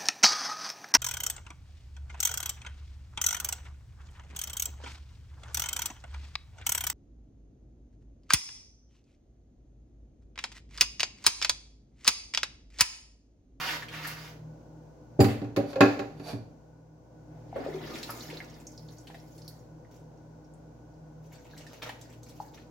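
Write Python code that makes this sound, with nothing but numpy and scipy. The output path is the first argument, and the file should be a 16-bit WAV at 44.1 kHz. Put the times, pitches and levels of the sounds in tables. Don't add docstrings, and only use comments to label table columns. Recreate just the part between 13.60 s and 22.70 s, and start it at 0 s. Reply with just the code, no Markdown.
import sys
import numpy as np
from scipy import signal
from scipy.fft import rfft, irfft, next_fast_len
from scipy.io import wavfile

SR = 44100
rng = np.random.default_rng(int(sys.argv[2]) if len(sys.argv) > 2 else 0)


def generate_wav(sig):
    pcm = np.round(np.clip(np.atleast_2d(sig).T, -1, 1) * 32767).astype(np.int16)
    wavfile.write(sys.argv[1], SR, pcm)


N = 401310
TIME = np.arange(N) / SR
# f/Hz, relative level/dB
CLATTER = [(40, -30.5), (85, -1.5), (130, -3.5), (170, -13), (240, 5.5), (335, -5.5), (430, 0.5),
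           (780, 2.5), (980, -13), (1700, -12.5), (3000, -26), (8000, -43)]


def amp(db):
    return 10 ** (np.asarray(db) / 20)


def unit(x):
    return x / np.sqrt(np.mean(x ** 2) + 1e-20)


def read(points, hz):
    f, value = np.transpose(points)
    return np.interp(np.log(hz + 1), np.log(f + 1), value)


def level(rows, column=1):
    rows = np.array(rows)
    return amp(np.interp(TIME, rows[:, 0], rows[:, column], left=-140, right=-140))


def shape(x, gain):
    n = x.shape[-1]
    size = next_fast_len(n + 2048)
    spectrum = rfft(x, size) * gain(np.fft.rfftfreq(size, 1 / SR))
    return irfft(spectrum, size)[..., :n]


def colour(x, points):
    return unit(shape(x, lambda hz: amp(read(points, hz))))


def add(mix, s, sound):
    part = mix[..., max(round(s * SR), 0):][..., :sound.shape[-1]]
    part += sound[..., :part.shape[-1]]


def diffuse(n):
    # f/Hz, correlation
    likeness = [(60, 0.7), (150, 0.74), (300, 0.8), (640, 0.35), (1400, 0), (3000, 0), (8000, 0)]
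    mid, side = rng.standard_normal((2, n))
    mid = shape(mid, lambda hz: np.sqrt((1 + np.clip(read(likeness, hz), -1, 1)) / 2))
    side = shape(side, lambda hz: np.sqrt((1 - np.clip(read(likeness, hz), -1, 1)) / 2))
    return np.array([mid + side, mid - side])


def fade(x, t60s):
    hz, t, bands = signal.stft(x, SR, nperseg=256)
    decay = np.exp(-np.log(1000) * t / read(t60s, hz)[:, None])
    return signal.istft(bands * decay, SR, nperseg=256)[1][..., :x.shape[-1]]


def kitchen(x, wet_db, left_db):
    # f/Hz, t60/s
    room_decay = [(150, 0.96), (1000, 0.45), (4000, 0.39), (8000, 0.35), (16000, 0.28)]
    t = TIME[:SR // 2]
    onset = np.clip((t - .002) / 0.0012, 0, 1)
    early_boost = 1 + 2.3 * np.exp(-t / .012)
    tail = fade(diffuse(len(t)), room_decay) * onset * early_boost
    tail = shape(tail, lambda hz: (hz + 300) / (hz + 900))
    echo = signal.oaconvolve(x[None], unit(tail) / np.sqrt(len(t)), axes=1)[:, :N]
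    balance = amp([[left_db / 2], [-left_db / 2]])
    return (x + amp(wet_db) * echo) / np.hypot(1, amp(wet_db)) * balance


def wander(per_s):
    values = rng.standard_normal(20000)
    return np.interp(TIME * per_s, np.arange(len(values)), values)


def room_tone(waver=0.55):
    # f/Hz, relative level/dB
    lines = [(59.2, -61), (118.4, -57.5), (156.1, -54), (159.5, -62), (236.9, -67.5), (306.8, -61.5),
             (495.3, -67), (1475, -77.5)]
    # f/Hz, relative level/dB
    air_tone = [(25, -31.5), (90, -8), (140, -2.5), (195, -10), (295, -4), (370, -11), (490, -8),
                (950, -15.5), (1250, -28.5), (1480, -24), (1750, -33.5), (3600, -40.5), (6300, -34),
                (9000, -50), (16000, -48.5)]
    # t/s, level/dB
    tone_course = [(0, -51), (1.4, -55), (2.5, -51.5), (3.3, -59.5), (3.9, -51.5), (5, -53.5), (7, -54.5),
                   (9.1, -54)]
    hum = np.zeros(N)
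    for hz, db in lines:
        drift = wander(hz / 20) + 1j * wander(hz / 20)
        depth = waver * min((hz / 130) ** 2, 5)
        line = (1 + depth * drift) * np.exp(2j * np.pi * hz * TIME)
        hum += amp(db) * unit(line.real)
    air = colour(diffuse(N), air_tone) * amp([[.5], [-.5]])
    return hum * unit(level(tone_course)) + air * level(tone_course)


def strokes(rows, attack_s, release_s, column=2):
    power = np.zeros(N)
    for row in rows:
        t = TIME - row[0]
        swell = np.clip(t / attack_s, 0, 1)
        decay = np.exp(-np.clip((t - row[1]) / release_s, 0, 20))
        power += (amp(row[column]) * swell * decay) ** 2
    return np.sqrt(power)


def uneven_impulses(per_s, spread_db):
    chance, size = rng.random(N), np.minimum(rng.exponential(1, N), 3)
    return (chance < per_s / SR) * amp(spread_db * size)


def pops(per_s_at_3khz, spread_db, cycles, count=34):
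    out = np.zeros(N)
    for hz in np.geomspace(400, 15500, count):
        t = TIME[:int(5 * cycles * SR / hz) + 8]
        grain = np.exp(-t * hz / cycles) * np.sin(2 * np.pi * hz * t)
        train = uneven_impulses(per_s_at_3khz * np.sqrt(hz / 3000) / count, spread_db)
        out += np.sqrt(hz) * unit(signal.oaconvolve(train, grain)[:N])
    return unit(out)


def crackle(per_s, spread_db):
    return unit(uneven_impulses(per_s, spread_db) * rng.choice([-1, 1], N))


def wet_work(body_gain, fizz_gain, tone, bubbles, catch_db, split_hz=5000):
    rub = amp(-6) * rng.standard_normal(N)
    sound = colour(bubbles + rub, tone) * amp(catch_db * wander(per_s=70))
    body = shape(sound, lambda hz: 1 / (1 + (hz / split_hz) ** 8))
    return unit(body) * body_gain + unit(sound - body) * fizz_gain


def splat(hz, octaves, t60, rise_s=0.00046):
    t = TIME[:int(min(t60, .3) * SR) + 256]
    burst = shape(rng.standard_normal(len(t)),
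                  lambda f: 1 / (1 + (np.log2((f + 1) / hz) / octaves) ** 2) ** 1.21)
    return unit(burst) * np.exp(-np.log(1000) * t / t60) * (1 - np.exp(-t / rise_s)) ** 2


def patter(gain, centre_hz, spread_octaves, spread_db, t60, count, width_octaves):
    out = np.zeros(N)
    wet_s = TIME[gain > gain.max() * amp(-30)]
    for k, (when, pitch, size) in enumerate(rng.random((count, 3))):
        s = wet_s[int((k + when) / count * len(wet_s))]
        hz = centre_hz * 2 ** (spread_octaves * (2 * pitch - 1))
        strength = gain[round(s * SR)] * amp(-spread_db * size)
        add(out, s, strength * splat(hz, width_octaves, t60))
    return out


def pan_wipe(attack_s=0.019, release_s=.04, bubbles_db=3):
    # start t/s, length/s, relative squelch level/dB, relative foam fizz level/dB
    sweeps = [(-.02, 0.16, -34, -43), (.3, 0.13, -42.5, -53.5), (.42, 0.1, -41.5, -49),
              (.55, 0.13, -49.5, -55.5)]
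    # f/Hz, relative level/dB
    tone = [(100, -30), (300, -5), (550, -4), (1000, 3.5), (1600, 4), (2700, -0.5), (4800, -7.5),
            (7300, -20), (8300, -30), (11000, -23), (16000, -21)]
    suds = pops(per_s_at_3khz=3000, spread_db=2.5, cycles=3.0)
    suds = suds + 0.75 * crackle(per_s=450, spread_db=0.0)
    body = strokes(sweeps, attack_s, release_s)
    fizz = strokes(sweeps, attack_s, release_s, column=3)
    wipe = wet_work(body, fizz, tone, suds, catch_db=0.5)
    bubbles = patter(body, centre_hz=1700, spread_octaves=.6, spread_db=8, t60=.025, count=45,
                     width_octaves=.35)
    return kitchen(wipe + amp(bubbles_db) * bubbles, wet_db=4, left_db=-1.1)


def splats():
    # t/s, relative level/dB, centre f/Hz, t60/s
    bursts = [(0.087, -28.5, 2420, 0.056), (0.223, -30.5, 1660, .035), (.284, -35, 2540, 0.038),
              (0.337, -29, 1460, .025), (0.448, -27, 1540, 0.044), (.472, -33, 12200, 0.056),
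              (1.604, -36.5, 11700, 0.25), (1.683, -39.5, 2020, 0.33), (1.962, -42.5, 11700, .05),
              (3.962, -37, 1110, 0.031), (4.048, -39, 1500, 0.035), (4.356, -34, 2230, 0.037),
              (4.4295, -26.5, 3600, 0.023), (4.491, -34, 1020, 0.075), (4.700, -37.5, 2620, 0.045),
              (5.471, -40, 3100, 0.032), (5.501, -49, 1660, 0.064), (5.544, -41.5, 1920, 0.03),
              (5.779, -46, 5500, 0.028), (5.879, -42.5, 12600, 0.04), (7.977, -39.5, 4560, .03),
              (8.065, -45.5, 4450, 0.034), (8.222, -32.5, 2400, .03), (8.292, -28, 2220, 0.022),
              (8.412, -41.5, 5730, 0.031), (8.631, -43.5, 5500, 0.021), (8.693, -46, 5600, 0.025),
              (8.975, -44.5, 1900, 0.027)]
    out = np.zeros(N)
    for s, db, hz, t60 in bursts:
        add(out, s, amp(db) * splat(hz, .75, t60))
    return kitchen(out, wet_db=3.0, left_db=-0.8)


def favour(hz, centre_hz, slope_db=9):
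    distance = np.hypot(np.log2((hz + 1) / centre_hz), .5)
    return amp(-slope_db * (distance - 1.5))


def ring(modes, t, weight=lambda hz: 1):
    out = 0
    for k, (hz, db, t60) in enumerate(modes):
        decay = np.exp(-np.log(1000) * t / t60)
        out = out + (-1) ** k * weight(hz) * amp(db) * decay * np.sin(2 * np.pi * hz * t)
    return out


def late_left(x, lag_s=0.00019):
    return np.array([np.interp(TIME - lag_s, TIME, x[0], left=0), x[1]])


def knocks():
    # t/s, relative boom level/dB, favoured f/Hz, relative pan ring level/dB,
    # relative crack level/dB
    blows = [(1.591, -8.5, 130.9, -57, -58.5), (1.5935, -14.5, 474, -56, -43), (1.604, -19, 99, -31, -25.5),
             (1.643, -21.5, 203.7, -34.5, -28), (1.817, -28.5, 256.4, -63.5, -49.5),
             (1.844, -33.5, 133, -47, -52), (1.963, -31.5, 493, -52.5, -30),
             (1.972, -19.5, 295.5, -42, -49), (2.13, -40, 752, -50, -44.5), (2.157, -30.5, 610, -36.5, -40),
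             (2.2065, -8, 380, -7, -16.5), (2.392, -26, 480, -32, -35.5), (2.597, -38, 320, -48, -50.5),
             (2.729, -27, 126, -48, -49.5)]
    # f/Hz, relative level/dB, t60/s
    basin_modes = [(96.15, -15.5, 0.54), (113.7, -1.5, 0.37), (201, -3, 0.16), (270.4, -7.5, .3),
                   (290.4, -2, 0.38), (389, -2.5, 0.24), (450.7, -11.5, 0.32), (533, -15, 0.26),
                   (575, -6.5, 0.18), (634, -15, .18), (775, -9.5, 0.27), (792.7, -12, 0.42)]
    pan_modes = [(1084, 2.5, 0.12), (1126, 0, 0.14), (1358, -5, .22), (1410, -1.5, 0.16),
                 (1600, -5.5, 0.21), (1685, -0.5, .17), (1765, -1.5, 0.15), (1850, -7.5, 0.15),
                 (2050, -10.5, 0.15), (2430, -10, .28), (2496, -5, 0.19), (2590, -3, 0.13),
                 (2616, -4, 0.17), (4170, -13.5, 0.15), (4680, -18.5, .18)]
    # f/Hz, relative level/dB
    crack_tone = [(200, -15.5), (900, 7.5), (1800, 3), (2600, 1.5), (3200, -5.5), (4500, -1.5),
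                  (5400, -10.5), (7100, -11), (8200, -30), (11000, -23), (16000, -25.5)]
    # f/Hz, t60/s
    band_decay = [(100, 0.45), (300, 0.69), (650, 0.48), (1500, 0.56), (4000, 0.51), (12000, 0.57)]
    t = TIME[:SR]
    basin, pan, dense = np.zeros(N), np.zeros(N), np.zeros((2, N))
    for s, boom_db, blow_hz, pan_db, crack_db in blows:
        thump = np.sin(2 * np.pi * blow_hz * t) * blow_hz * t * np.exp(-2 * t * blow_hz)
        add(basin, s, amp(boom_db + 11.5) * thump)
        boom = ring(basin_modes, t, lambda hz: favour(hz, blow_hz)) * (1 - np.exp(-t / 0.0021))
        add(basin, s, amp(boom_db - 9.0) * boom)
        add(pan, s, amp(pan_db - 12.0) * ring(pan_modes, t))
        clatter = unit(shape(colour(diffuse(len(t)), CLATTER), lambda hz: favour(hz, blow_hz)))
        clatter_env = (1 - np.exp(-t / .002)) * (1 + .8 * np.exp(-t / .025))
        add(dense, s, amp(boom_db - 13.5) * fade(clatter, band_decay) * clatter_env)
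        crack = fade(colour(diffuse(len(t)), crack_tone), band_decay)
        crack_env = (0.3 + np.exp(-t / 0.011)) * (1 - np.exp(-t / 0.00043))
        add(dense, s, amp(crack_db) * crack * crack_env * amp([[-3.5], [.5]]))
    basin = signal.sosfilt(signal.butter(4, 80, "highpass", fs=SR, output="sos"), basin)
    basin = late_left(kitchen(basin, wet_db=-17.0, left_db=-1.0))
    return basin + kitchen(pan, wet_db=-3, left_db=0.0) + dense


def clink():
    # f/Hz, relative level/dB, t60/s
    utensil_modes = [(4750, 2, 0.041), (7270, -1.5, 0.044)]
    out = np.zeros(N)
    add(out, 1.603, amp(-26) * ring(utensil_modes, TIME[:SR // 4]))
    return kitchen(out, wet_db=4.0, left_db=-3)


def glugs(rise=0.027, swell_s=0.0012):
    # t/s, relative level/dB, starting f/Hz, t60/s
    pockets = [(1.976, -12.5, 561.6, .075), (2.160, -18, 530, 0.072), (2.183, -21, 557, .12),
               (3.928, -24, 740, 0.024), (3.960, -15, 538, 0.029), (3.985, -26.5, 398, .12),
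               (4.000, -29.5, 282.5, 0.25), (4.063, -14, 567, 0.019), (4.085, -24, 395, 0.092),
               (4.146, -25.5, 387.7, 0.21), (4.497, -33.5, 1280, 0.064), (4.728, -31, 488, 0.039),
               (5.500, -30, 830, 0.015), (5.546, -34, 700, 0.025), (7.935, -41.5, 1635, 0.028),
               (8.066, -35, 1790, 0.021), (8.294, -22, 857, 0.016), (8.801, -19.5, 842, 0.03)]
    # start t/s, length/s, level/dB
    shifts = [(3.7, 0.081, -61.5), (3.95, 0.022, -38), (4.2, 0.6, -54)]
    out, t = np.zeros(N), TIME[:SR // 3]
    for s, db, hz, t60 in pockets:
        turns = np.cumsum(hz * (1 + rise * np.minimum(t / t60, 1))) / SR
        envelope = np.exp(-np.log(1000) * t / t60) * (1 - np.exp(-t / swell_s))
        add(out, s, amp(db) * np.sin(2 * np.pi * turns) * envelope)
    slosh = colour(diffuse(N), CLATTER) * strokes(shifts, attack_s=0.012, release_s=0.15)
    return kitchen(out, wet_db=-0.5, left_db=2.0) + slosh


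def slide():
    # start t/s, length/s, relative level/dB
    rubs = [(2.05, 0.059, -45.5), (2.54, 0.1, -57), (2.625, 0.082, -39)]
    # f/Hz, width/Hz, relative level/dB
    resonances = [(643.6, 190, 5), (1350, 500, -12), (2400, 130, -5), (3670, 1200, -13), (4532, 200, -2.5),
                  (5750, 750, -16), (10280, 600, -22), (12100, 1100, -22)]

    def response(f):
        power = sum(amp(db) ** 2 / (1 + (2 * (f - hz) / width) ** 2) for hz, width, db in resonances)
        return np.sqrt(power)

    rub = unit(shape(rng.standard_normal(N), response))
    return kitchen(rub * strokes(rubs, attack_s=0.061, release_s=.018), wet_db=4.5, left_db=-2.5)


def drain(pour_db=1.0, spray_db=-1, bubbles_db=7.5):
    # t/s, relative pour level/dB, relative spray level/dB
    course = [(3.75, -73, -88), (3.88, -69, -90), (3.98, -50, -71.5), (4.14, -50.5, -61.5),
              (4.26, -44, -61), (4.35, -43.5, -50.5), (4.46, -48, -53), (4.56, -48.5, -51.5),
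              (4.66, -50.5, -51), (4.74, -47.5, -59.5), (4.87, -55.7, -63.5), (5.02, -62, -74)]
    # start t/s, length/s, relative pour level/dB, relative spray level/dB
    trickle = [(4.95, 0.98, -65.5, -66.5)]
    # f/Hz, relative level/dB
    tone = [(150, 11), (300, 25.5), (500, 10), (1200, 7), (1600, 6), (2100, 6.5), (2900, -0.5),
            (4500, -1.5), (7000, -12), (8500, -22), (11500, -15), (16000, -16)]
    water = pops(per_s_at_3khz=1000, spread_db=5.5, cycles=4)
    water = water + .5 * crackle(per_s=160, spread_db=5)
    body = amp(pour_db) * level(course)
    body = body + strokes(trickle, attack_s=0.056, release_s=0.079)
    spray = amp(spray_db) * level(course, column=2)
    spray = spray + strokes(trickle, attack_s=0.096, release_s=0.074, column=3)
    pour = wet_work(body, spray, tone, water, catch_db=2.0)
    bubbles = patter(level(course), centre_hz=2000, spread_octaves=1.4, spread_db=10, t60=.02,
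                     count=120, width_octaves=.32)
    return kitchen(pour + amp(bubbles_db) * bubbles, wet_db=6, left_db=-0.5)


def drips(count=22):
    # t/s, relative level/dB, f/Hz
    loud_drops = [(4.504, -34, 12100), (4.606, -36.5, 4370), (4.77, -37, 3880), (4.8028, -30.5, 1830),
                  (4.898, -50, 5800), (5.068, -38.5, 6150), (5.176, -42.5, 5050), (5.818, -45, 4900),
                  (5.878, -38, 4480), (6.248, -54.5, 1780), (6.937, -58, 8150)]
    octaves, t60_s = 0.25, 0.034
    start_s, half_life_s, start_db, fade_db_per_s = 4.7, 0.66, -50, 7
    dribble_hz, spread_octaves, spread_db = 5200, 0.23, 3.7
    out = np.zeros(N)
    for s, db, hz in loud_drops:
        add(out, s, amp(db) * splat(hz, octaves, t60_s))
    drained = (np.arange(count) + rng.random(count)) / (count + 1)
    waits_s = -half_life_s * np.log2(1 - drained)
    for wait_s, (size, pitch) in zip(waits_s, rng.standard_normal((count, 2))):
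        db = start_db - fade_db_per_s * wait_s + spread_db * size
        hz = dribble_hz * 2 ** (spread_octaves * pitch)
        add(out, start_s + wait_s, amp(db) * splat(hz, octaves, t60_s))
    return kitchen(out, wet_db=-2.0, left_db=-2.0)


def lid_wipe(attack_s=0.0085, release_s=0.033, body_db=-1.0, fizz_db=-1.5, bubbles_db=10, suds_db=8):
    # start t/s, length/s, relative squelch level/dB, relative fizz level/dB
    sweeps = [(6.305, .065, -66, -67), (7.62, 0.044, -67, -67), (7.70, 0.217, -58.5, -65),
              (7.92, .27, -56.5, -61.5), (8.215, 0.037, -41, -53), (8.32, 0.23, -61, -64.5),
              (8.62, 0.25, -65, -62), (8.93, 0.096, -61.5, -65)]
    # f/Hz, relative level/dB
    tone = [(250, -6), (470, 5), (800, 4), (1200, -0.5), (1700, -2.5), (2800, -3), (4800, -10), (7200, -16),
            (8500, -32), (12000, -22.5), (16000, -21.5)]
    squelch = pops(per_s_at_3khz=600, spread_db=5, cycles=3)
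    squelch = squelch + .9 * crackle(per_s=110, spread_db=6)
    body = strokes(sweeps, attack_s, release_s)
    fizz = strokes(sweeps, attack_s, release_s, column=3)
    wipe = wet_work(amp(body_db) * body, amp(fizz_db) * fizz, tone, squelch, catch_db=4.5)
    bubbles = patter(body, centre_hz=2100, spread_octaves=.8, spread_db=10, t60=.025, count=50,
                     width_octaves=.35)
    suds = patter(fizz, centre_hz=5600, spread_octaves=0.64, spread_db=7.5, t60=0.033, count=36,
                  width_octaves=0.24)
    return kitchen(wipe + amp(bubbles_db) * bubbles + amp(suds_db) * suds, wet_db=3.5, left_db=0)


def scene():
    pan = pan_wipe() + knocks() + clink() + slide()
    water = splats() + glugs() + drain() + drips()
    return room_tone() + pan + water + lid_wipe()


def record(dry):
    held = dry / (1 + dry ** 6) ** (1 / 6)
    low_pass = signal.firwin(511, 16050, window=("kaiser", 9), fs=SR)
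    return signal.oaconvolve(held, low_pass[None], "same")


dry = scene()
out = record(dry)
generate_wav(out)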